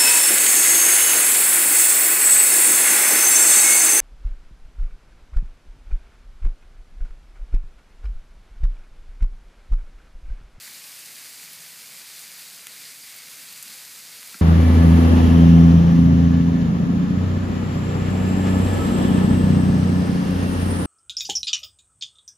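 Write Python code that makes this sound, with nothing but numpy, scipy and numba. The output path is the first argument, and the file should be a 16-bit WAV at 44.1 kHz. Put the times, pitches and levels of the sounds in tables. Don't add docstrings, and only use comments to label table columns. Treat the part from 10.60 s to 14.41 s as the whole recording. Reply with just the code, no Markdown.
import sys
import numpy as np
from scipy import signal
from scipy.fft import rfft, irfft
from scipy.io import wavfile
from scipy.ndimage import uniform_filter1d
from numba import njit

SR = 44100
rng = np.random.default_rng(int(sys.argv[2]) if len(sys.argv) > 2 else 0)


def file_out(sig):
    cols = np.atleast_2d(sig).T
    lim = np.clip(cols, -1, 1)
    pcm = np.round(lim * 32767).astype(np.int16)
    wavfile.write(sys.argv[1], SR, pcm)


N = 168021

SHARED_DB, NEIGHBOUR_DB, FLICKER_DB = 0.5, 0.4, 0.33
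SHARED_PER_S, FLICKER_PER_S, SWAY_PER_S = 30, 35, 8
SWAY_DB, SWAY_TOP_OCTAVE = 0.78, 11.5

PELLET_DB, PELLET_SPREAD_DB, BIGGEST = -7.5, 3.5, 3.0
PELLETS_PER_S, RINGS_PER_S = 1500, 400
PELLET_LOW_HZ, PELLET_HIGH_HZ, PELLET_CYCLES = 1220, 14900, 2.8

RUMBLE_DB, RUMBLE_WANDER_DB, RUMBLE_WANDER_PER_S = -65.5, 0.7, 8.58
HUM_WAVER_HZ, HUM_WAVER_PER_S = 2.46, 9

CLICK_HZ, CLICK_S, TICK_LOW_HZ = 10500, 0.00035, 1090
SHATTER_S, SHATTER_LOW_HZ = 0.014, 7000

KNOCK_S, KNOCK_DB, KNOCK_RISE_CYCLES, KNOCK_LOW_HZ = 3.7432, -40, 0.47, 160

TOP_HZ = 15260


def undb(db):
    return 10 ** (np.asarray(db) / 20)


def unit(x):
    return x / np.sqrt(np.mean(x ** 2))


def curve(table):
    t, db = np.array(table).T
    return undb(np.interp(np.arange(N) / SR, t, db))


def high(x, hz, order):
    return signal.sosfilt(signal.butter(order, hz, "high", fs=SR, output="sos"), x)


def walk(rate):
    hold = int(SR / rate)
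    steps = np.repeat(rng.standard_normal(400), hold)[:N]
    return unit(uniform_filter1d(steps, hold))


def colour(x, table):
    hz, db = np.array(table).T
    size = 8192
    f = np.arange(size // 2 + 1) * SR / size
    log_gain = np.interp(np.log(f + 1), np.log(hz), db) * np.log(10) / 20
    cepstrum = irfft(log_gain)
    cepstrum[1:size // 2] *= 2
    cepstrum[size // 2 + 1:] = 0
    impulse_response = irfft(np.exp(rfft(cepstrum)))
    return unit(signal.fftconvolve(x, impulse_response)[:N])


@njit
def ring(n, start, hz, t60, size, turn):
    out = np.zeros(n)
    for g in range(len(start)):
        step = np.exp(2j * np.pi * hz[g] / SR - np.log(1000) / (t60[g] * SR))
        phasor = size[g] * np.exp(2j * np.pi * turn[g])
        for i in range(int(start[g]), min(n, int(start[g] + t60[g] * SR) + 1)):
            out[i] += phasor.imag
            phasor *= step
    return out


def far_hiss():
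    octave = np.log2(np.arange(N // 2 + 1) * SR / N + 1)
    spectrum = rfft(rng.standard_normal(N))
    hiss = 0
    shared = walk(SHARED_PER_S)
    below = walk(FLICKER_PER_S)
    for centre in np.arange(4, 14.6, 0.5):
        triangle = np.clip(1 - 2 * np.abs(octave - centre), 0, 1)
        above = walk(FLICKER_PER_S)
        db = SHARED_DB * shared + NEIGHBOUR_DB * (below + above) + FLICKER_DB * walk(FLICKER_PER_S)
        db = db + SWAY_DB * (centre < SWAY_TOP_OCTAVE) * walk(SWAY_PER_S)
        hiss = hiss + undb(db) * irfft(spectrum * triangle, N)
        below = above
    return unit(hiss)


def shower(per_s, pitch, cycles):
    when, where, big, turn = rng.random((int(per_s * N / SR), 4)).T
    hz = pitch(where)
    t60 = cycles / hz
    spreads = np.minimum(-np.log(1 - big), BIGGEST)
    size = undb(PELLET_SPREAD_DB * spreads) / np.sqrt(t60)
    return unit(ring(N, when * N, hz, t60, size, turn))


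def sleet():
    # (pitch [Hz], scatter of pitch [0-1], 60 dB decay [cycles], level against the hiss [dB])
    surfaces = [(2450, 0.01, 5.7, -23), (4650, 0.14, 11, -17.5)]
    # (time [s], level [dB])
    flurry = [(0, 1), (.2, -3), (.7, -3), (1.3, -5), (1.52, 3), (1.64, -5), (1.8, 2), (1.95, -3),
              (2.15, -4), (2.25, 3), (2.4, -9), (2.65, -1), (2.85, 1), (3.13, 1.5), (3.25, -7), (3.45, -1),
              (3.55, 3), (3.68, -3), (3.81, 0)]
    # (frequency [Hz], relative level [dB per Hz])
    sleet_colour = [(200, -33.5), (340, -18.5), (490, -12), (650, -12), (1000, -10.5), (1430, -7),
                    (2250, -1.5), (2600, -3.5), (3130, -5.5), (4000, -2.5), (4900, 0), (5350, -4.5),
                    (6000, -3.5), (9000, -2.5), (13000, -5), (14300, -4), (15400, -10.5)]
    # (time [s], level [dB])
    fall = [(0, -41), (.72, -41.5), (.82, -41.5), (1.2, -42), (1.47, -41), (1.515, -41.5), (1.57, -40.5),
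            (1.75, -42), (1.8, -40), (1.85, -41.5), (2.2, -42), (2.27, -41), (2.45, -42), (2.88, -41),
            (2.98, -41), (3.1, -40.5), (3.3, -41.5), (3.81, -41)]
    span = PELLET_HIGH_HZ - PELLET_LOW_HZ
    pellets = shower(PELLETS_PER_S, lambda u: PELLET_LOW_HZ + span * u, PELLET_CYCLES)
    mix = far_hiss() + undb(PELLET_DB) * pellets
    for hz, scatter, cycles, db in surfaces:
        patter = shower(RINGS_PER_S, lambda u: hz * (1 + scatter * (2 * u - 1)), cycles)
        mix = mix + undb(db) * curve(flurry) * patter
    return colour(mix, sleet_colour) * curve(fall)


def town():
    # (frequency [Hz], relative level [dB per Hz])
    rumble_colour = [(15, -61), (25, -35), (49, -35), (94, -5.5), (152, -2), (271, -1.5), (348, -9.5),
                     (500, -9), (650, -27), (1100, -120)]
    # (time [s], rms level [dB], mean pitch [Hz])
    hum_course = [(0, -79, 150), (.45, -74, 152), (.68, -75, 162), (.85, -67.5, 158), (1.08, -66.5, 162.2),
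                  (1.18, -70, 174), (1.24, -78, 158), (1.33, -68, 157.6), (1.4, -68, 205), (1.47, -84, 170),
                  (1.75, -74, 162), (1.91, -68, 157), (2.0, -80, 155), (2.2, -71.5, 162), (2.5, -82, 155),
                  (2.65, -72, 155), (2.85, -72, 161), (3.04, -69, 158.5), (3.1, -64, 197), (3.16, -74, 165),
                  (3.25, -75, 160), (3.5, -76, 160), (3.81, -87, 160)]
    rumble_db = RUMBLE_DB + RUMBLE_WANDER_DB * walk(RUMBLE_WANDER_PER_S)
    rumble = colour(rng.standard_normal(N), rumble_colour) * undb(rumble_db)
    t, db, hz = np.array(hum_course).T
    now = np.arange(N) / SR
    pitch = np.interp(now, t, hz) + HUM_WAVER_HZ * walk(HUM_WAVER_PER_S)
    hum = unit(np.sin(2 * np.pi * np.cumsum(pitch) / SR))
    return rumble + hum * undb(np.interp(now, t, db))


def close_pellets():
    # (time [s], starting level [dB], pitch [Hz],
    # 60 dB decay [s], click against ring [dB], shatter against ring [dB])
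    close = [(.0635, -37, 2100, .0095, -6, -15), (.078, -33, 2100, 0.0095, -6, -15),
             (.392, -28.5, 9430, .004, -8, -8), (.4595, -29, 8500, .002, -3, -10),
             (0.7972, -37, 2330, 0.012, -12, -15), (.831, -34, 2000, 0.0043, -12, -15),
             (.878, -38, 2370, .012, -12, -15), (.9328, -26, 12000, .003, -6, -10),
             (.989, -32, 8000, .002, -6, -10), (1.064, -36, 2200, 0.0083, -12, -15),
             (1.231, -39, 2450, 0.0078, -12, -15), (1.242, -41, 2200, 0.028, -12, -15),
             (1.303, -32, 8000, .002, -6, -10), (1.4168, -29, 4500, 0.0046, -6, -14),
             (1.521, -33, 11000, .002, -4, -8), (1.593, -30, 7500, .003, -6, -8),
             (1.639, -39, 2300, .004, -6, -12), (1.8236, -31, 4600, .005, -6, -12),
             (1.93, -31, 11980, .002, -6, -6), (2.0695, -21, 3400, 0.0023, 8.5, -19),
             (2.07, -27, 6650, .003, -20, -20), (2.0723, -32, 2500, .004, -12, -15),
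             (2.164, -33, 4500, .006, -12, -15), (2.218, -38, 2200, .004, -6, -12),
             (2.478, -38.5, 2020, .02, -12, -15), (2.563, -28, 14030, .003, -12, -10),
             (2.685, -35, 2200, .006, -12, -15), (2.927, -26, 11500, .004, -12, -10),
             (2.9771, -26.5, 8000, .003, -6, -10), (3.0266, -30.5, 7760, 0.011, 4, -5),
             (3.0269, -30, 14200, .006, -10, -6), (3.0274, -29, 10600, .005, -4, -9),
             (3.031, -35, 13500, .004, -10, -10), (3.033, -33, 9500, .003, -6, -6),
             (3.0805, -31, 4800, 0.005, -10, -5), (3.475, -33, 8000, .002, -6, -10),
             (3.6301, -23, 2400, 0.0019, -12, -20), (3.6745, -31, 12000, 0.0027, -4, -5)]
    t, db, hz, t60, click_db, shatter_db = np.array(close).T
    start, same = t * SR, np.ones(len(t))
    rings = ring(N, start, hz, t60, undb(db), 0 * same)
    clicks = ring(N, start, CLICK_HZ * same, CLICK_S * same, undb(db + click_db), 0.26 * same)
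    fade = ring(N, start, 0 * same, SHATTER_S * same, undb(db + shatter_db), 0.25 * same)
    shatter = high(fade * rng.standard_normal(N), SHATTER_LOW_HZ, order=4)
    return high(rings + clicks, TICK_LOW_HZ, order=4) + shatter


def knock():
    # (frequency [Hz], level against KNOCK_DB [dB], 60 dB decay [s])
    body = [(185, 1, 0.057), (243, 0.5, 0.041), (305, -2, .03), (370, -5.5, 0.032), (840, -4, 0.025),
            (1100, -8, .015), (1365, 2.5, 0.042), (1600, -2, 0.04), (1980, -4, 0.02), (2330, 5, .012),
            (4300, 4, 0.011)]
    hz, db, t60 = np.array(body).T
    start = 0 * hz + KNOCK_S * SR
    size = undb(KNOCK_DB + db)
    turn = np.arange(len(hz)) % 2 / 2
    rise = np.minimum(KNOCK_RISE_CYCLES * np.log(1000) / hz, t60 / 2)
    modes = ring(N, start, hz, t60, size, turn) - ring(N, start, hz, rise, size, turn)
    return high(modes, KNOCK_LOW_HZ, order=4)


def scene():
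    mono = sleet() + town() + close_pellets() + knock()
    return np.array([mono, mono])


def record(dry):
    return signal.sosfilt(signal.ellip(12, 0.3, 75, TOP_HZ, fs=SR, output="sos"), dry)


dry = scene()
out = record(dry)
file_out(out)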